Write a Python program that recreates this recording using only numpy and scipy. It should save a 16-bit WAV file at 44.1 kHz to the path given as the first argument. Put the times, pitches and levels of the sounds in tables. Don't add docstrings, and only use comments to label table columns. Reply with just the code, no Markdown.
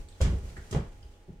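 import sys
import numpy as np
from scipy import signal
from scipy.fft import rfft, irfft
from scipy.io import wavfile
from scipy.ndimage import uniform_filter1d

SR = 44100
rng = np.random.default_rng(int(sys.argv[2]) if len(sys.argv) > 2 else 0)


def digitize_waveform(pressure):
    field = np.atleast_2d(pressure).T
    bounded = np.clip(field, -1, 1)
    quanta = np.round(bounded * 32767).astype(np.int16)
    wavfile.write(sys.argv[1], SR, quanta)


N = 61739
TIME, FREQS = np.arange(N) / SR, np.fft.rfftfreq(N, 1 / SR)
BASS_LIMIT_HZ = 700

# (time [s], contact time [s], thud [dB], knock [dB], clack [dB], click [dB],
# board note [Hz], note level [dB], reverberation level [dB])
WHEEL_IMPACTS = [(0.2048, 0.01, -42, -35, -43, -52, 525, -27.5, -5),
                 (0.2111, 0.0069, -27, -45.5, -39.5, -37, 597, -34.5, -4),
                 (0.249, 0.0062, -30, -41.5, -41, -53.5, 236, -35.5, -5),
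                 (0.322, 0.015, -40, -40, -71, -70, 343, -38, -3),
                 (0.569, 0.0033, -51.5, -51, -59, -60.5, 356, -40, -5),
                 (0.709, 0.0084, -36.5, -53.5, -54.5, -42.5, 400, -57, -5.5),
                 (0.7254, 0.0078, -27.5, -38.5, -42, -45, 400, -30.5, -6.5),
                 (0.7464, .005, -30.5, -30.5, -41, -56, 441, -32, -6),
                 (0.760, 0.0039, -38.5, -37.5, -61, -61, 529, -35, -5.5),
                 (1.28, 0.023, -44, -53.5, -77, -98, 376, -43.5, -2.5)]
IMPACT_BANDS = [140, 480, 2000, 7000]
# (frequency [Hz], gain [dB])
IMPACT_SPECTRUM = [(25, -5), (70, -4), (130, 7.5), (185, 5), (270, -2.5), (400, 5), (550, 2), (720, 1),
                   (900, 2.5), (1200, 1.5), (2000, 3), (3200, 1), (4300, -2.5), (7500, -0.5),
                   (10000, -10.5), (13000, -19), (16000, -31)]
def wheel_strikes(crack_db=-4.5):
    out = np.zeros((2, N))
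    bandwidth_hz = np.clip(FREQS, IMPACT_BANDS[0], IMPACT_BANDS[2])
    density_db = 10 * np.log10(SR / 2 / bandwidth_hz)
    shared_db = curve(IMPACT_SPECTRUM) + density_db + skate_resonance_db()
    for start, contact_s, *bands_db, note_hz, note_db, room_db in WHEEL_IMPACTS:
        own_db = curve(list(zip(IMPACT_BANDS, bands_db)))
        blow = causal_filter(reverberant_crack(contact_s, crack_db, room_db), amp(own_db + shared_db))
        add(out, start, blow + amp(note_db) * board_note(note_hz))
    return out


# (frequency [Hz], gain [dB])
SKATE_RESONANCES = [(1179, 2), (1282, 2), (2541, -19), (2928, 2.5), (3300, 5.5), (4890, 5.5), (6400, -3),
                    (7702, -22)]
def skate_resonance_db(width_hz=48):
    return sum(db * resonance(hz, width_hz) for hz, db in SKATE_RESONANCES)


def board_note(hz, t60=0.071, rise_s=0.0017):
    return damped_sine(hz, t60) * onset(rise_s)


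# (time [s], level [dB], most excited frequency [Hz], decay time [ratio])
FOOTFALLS = [(0.0, -40, 149, 0.38), (0.045, -43.5, 53, 0.45), (0.203, -23, 140, 0.46),
             (0.214, -13, 77.8, 1.0), (0.256, -19, 180, 0.94), (0.327, -22.5, 57.4, 0.52),
             (0.437, -35.5, 63.4, 0.59), (0.488, -38.5, 115, 1), (0.584, -29, 90, 0.45),
             (0.713, -37, 113, 0.21), (0.746, -13.5, 147, 0.63), (0.7605, -17.5, 99, 0.5),
             (1.03, -37.5, 57.4, 0.72), (1.285, -34, 146, 0.72)]
# (frequency [Hz], level [dB], decay time T60 [s])
FLOOR_RESONANCES = [(36.7, 1.5, 0.64), (63.03, 0.5, 0.44), (71.1, -7, 0.22), (82.3, -4.5, 0.267),
                    (94, -29, 0.15), (119, -8, .3), (133.3, -6.5, 0.29), (169, -6, 0.31),
                    (220.1, -12.5, 0.45)]
def floor_boom(spot_octaves=0.52, rise_s=0.006):
    out = np.zeros((2, N))
    for start, db, spot_hz, decay_ratio in FOOTFALLS:
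        modes = np.zeros(N)
        for hz, mode_db, t60 in FLOOR_RESONANCES:
            coupling = 1 / (1 + (np.log2(hz / spot_hz) / spot_octaves) ** 2)
            modes += amp(mode_db) * coupling * damped_sine(hz, t60 * decay_ratio)
        add(out, start, amp(db) * modes * onset(rise_s))
    return out


# (time [s], level [dB], lower resonance [Hz], upper resonance [Hz],
# upper relative to lower [dB], bandwidth [Hz])
PART_TICKS = [(0.085, -54.5, 3900, 8100, 2, 1510), (0.122, -60.5, 3530, 4140, -2, 700),
              (0.565, -44, 1640, 1880, -4.5, 410), (0.573, -61, 7630, 8250, -8, 600),
              (1.026, -58, 3050, 4950, 0, 300), (1.136, -66.5, 2930, 3380, 5, 397)]
def loose_parts():
    out = np.zeros((2, N))
    for start, db, low_hz, high_hz, high_db, width_hz in PART_TICKS:
        response = unit_rms(resonance(low_hz, width_hz) + amp(high_db) * resonance(high_hz, width_hz))
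        crack = reverberant_crack(contact_s=0.0058, crack_db=1, tail_db=-6)
        add(out, start, amp(db) * causal_filter(crack, response))
    return out


# (time [s], hiss level [dB], rumble level [dB])
ROLLING_LEVELS = [(0, -59, -40), (0.07, -64, -49.5), (0.18, -62, -54), (0.3, -54.5, -28.5),
                  (0.42, -59.5, -42), (0.46, -55.5, -39), (0.6, -58.5, -51.5), (0.692, -57, -46),
                  (0.85, -64, -46), (0.97, -64, -47), (1.13, -66, -53), (1.238, -69.5, -60),
                  (1.4, -73.5, -51)]
# (frequency [Hz], relative spectral density [dB])
HISS_SPECTRUM = [(100, 1), (400, 13.5), (1000, 4), (2000, 5), (3500, -0.5), (5500, 0), (8000, -1),
                 (10500, -8), (16000, -15.5)]
# (frequency [Hz], relative spectral density [dB])
RUMBLE_SPECTRUM = [(20, -10.5), (40, 6.5), (60, -20), (90, -3.5), (130, -21), (250, -25.5), (500, -31.5),
                   (1200, -47), (4000, -90)]
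def rolling_wheels(grit_db=1, grit_s=0.014, resonance_share=0.23):
    times, hiss_db, rumble_db = np.transpose(ROLLING_LEVELS)
    flutter_db = grit_db * fluctuation(N, grit_s * SR)
    hiss = shaped_noise(HISS_SPECTRUM) * amp(np.interp(TIME, times, hiss_db) + flutter_db)
    rumble = shaped_noise(RUMBLE_SPECTRUM) * amp(np.interp(TIME, times, rumble_db))
    return causal_filter(hiss, amp(resonance_share * skate_resonance_db())) + rumble


# (frequency [Hz], decay time T60 [s])
ROOM_DECAY = [(60, 0.23), (150, 0.32), (400, 0.31), (1000, 0.37), (2500, 0.38), (6000, 0.29), (14000, 0.19)]
def reverberant_crack(contact_s, crack_db, tail_db):
    hz, frame_s, frames = signal.stft(diffuse_field(), SR, nperseg=256)
    decay = amp(-60 * frame_s / curve(ROOM_DECAY, hz)[:, None])
    tail = signal.istft(frames * decay, SR, nperseg=256)[1][:, :N]
    progress = 2 * TIME / contact_s
    crack = diffuse_field() * (progress * np.exp(1 - progress)) ** 2
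    return amp(crack_db) * crack + amp(tail_db) * tail * onset(0.54 * contact_s)


# (frequency [Hz], relative spectral density [dB])
AIR_SPECTRUM = [(20, 6), (100, -11.5), (200, -5.5), (400, -3.5), (700, -12.5), (1100, -17.5), (3000, -21.5),
                (8000, -40.5), (16000, -37.5)]
def room_tone(air_db=-62, hum_db=-72, hum_hz=827.6, drift_hz=10.1, drift_s=0.014):
    pitch_hz = hum_hz + drift_hz * fluctuation(N, drift_s * SR)
    hum = np.sin(2 * np.pi * np.cumsum(pitch_hz) / SR)
    return amp(air_db) * shaped_noise(AIR_SPECTRUM) + amp(hum_db) * unit_rms(hum)


# (frequency [Hz], coherence [0-1])
EAR_COHERENCE = [(140, 0.97), (250, 0.88), (500, 0.82), (1000, 0), (4000, 0.07), (14000, 0)]
def diffuse_field():
    even = raw = rng.standard_normal((2, N))
    for _ in range(2):
        frames = signal.stft(even, nperseg=512)[2]
        even = signal.istft(frames / (abs(frames) + 1e-12), nperseg=512)[1][:, :N]
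    mid, side = np.where(FREQS < BASS_LIMIT_HZ, rfft(unit_rms(even)), rfft(raw))
    coherence = curve(EAR_COHERENCE)
    mid *= np.sqrt((1 + coherence) / 2)
    side *= np.sqrt((1 - coherence) / 2)
    return irfft(np.array([mid + side, mid - side]), N)


def shaped_noise(spectrum):
    return unit_rms(irfft(rfft(diffuse_field()) * amp(curve(spectrum)), N))


def causal_filter(x, gain):
    fold = np.zeros(N)
    fold[0], fold[1:N // 2] = 1, 2
    cepstrum = irfft(np.log(gain + 1e-7), N)
    response = irfft(np.exp(rfft(cepstrum * fold)), N)
    return signal.fftconvolve(x, response[None, :N // 8], axes=1)[:, :N]


def resonance(hz, width_hz):
    return 1 / (1 + (2 * (FREQS - hz) / width_hz) ** 2)


def damped_sine(hz, t60):
    return np.sin(2 * np.pi * hz * TIME) * np.exp(-np.log(1000) * TIME / t60)


def onset(rise_s):
    return 1 - np.exp(-TIME / rise_s)


def fluctuation(count, span):
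    return unit_rms(uniform_filter1d(rng.standard_normal(count), int(span)))


def curve(points, hz=FREQS):
    knots_hz, values = np.transpose(points)
    return np.interp(np.log(hz + 1), np.log(knots_hz + 1), values)


def amp(db):
    return 10 ** (np.asarray(db) / 20)


def unit_rms(x):
    return x / np.sqrt(np.mean(x ** 2) + 1e-20)


def add(mix, start_s, sound):
    part = mix[:, round(start_s * SR):]
    part += sound[..., :part.shape[1]]


# (frequency [Hz], left minus right [dB])
EAR_BALANCE = [(100, -0.56), (250, 0), (500, -2), (1000, -1), (3000, -0.5), (8000, -2.5), (13000, 1.5)]
def scene(ripple_db=1.1, ripple_width_hz=70):
    mix = wheel_strikes() + floor_boom() + loose_parts() + rolling_wheels() + room_tone()
    lean_db = curve(EAR_BALANCE) / 2
    ripple = fluctuation(len(FREQS), ripple_width_hz / FREQS[1]) * (FREQS > 2 * BASS_LIMIT_HZ)
    return irfft(rfft(mix) * amp([lean_db, -lean_db]) * amp(ripple_db * ripple), N)


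def record(dry):
    lowpass = signal.firwin(511, cutoff=15850, window=("kaiser", 9), fs=SR)
    return signal.oaconvolve(dry, lowpass[None], "same")


dry = scene()
out = record(dry)
digitize_waveform(out)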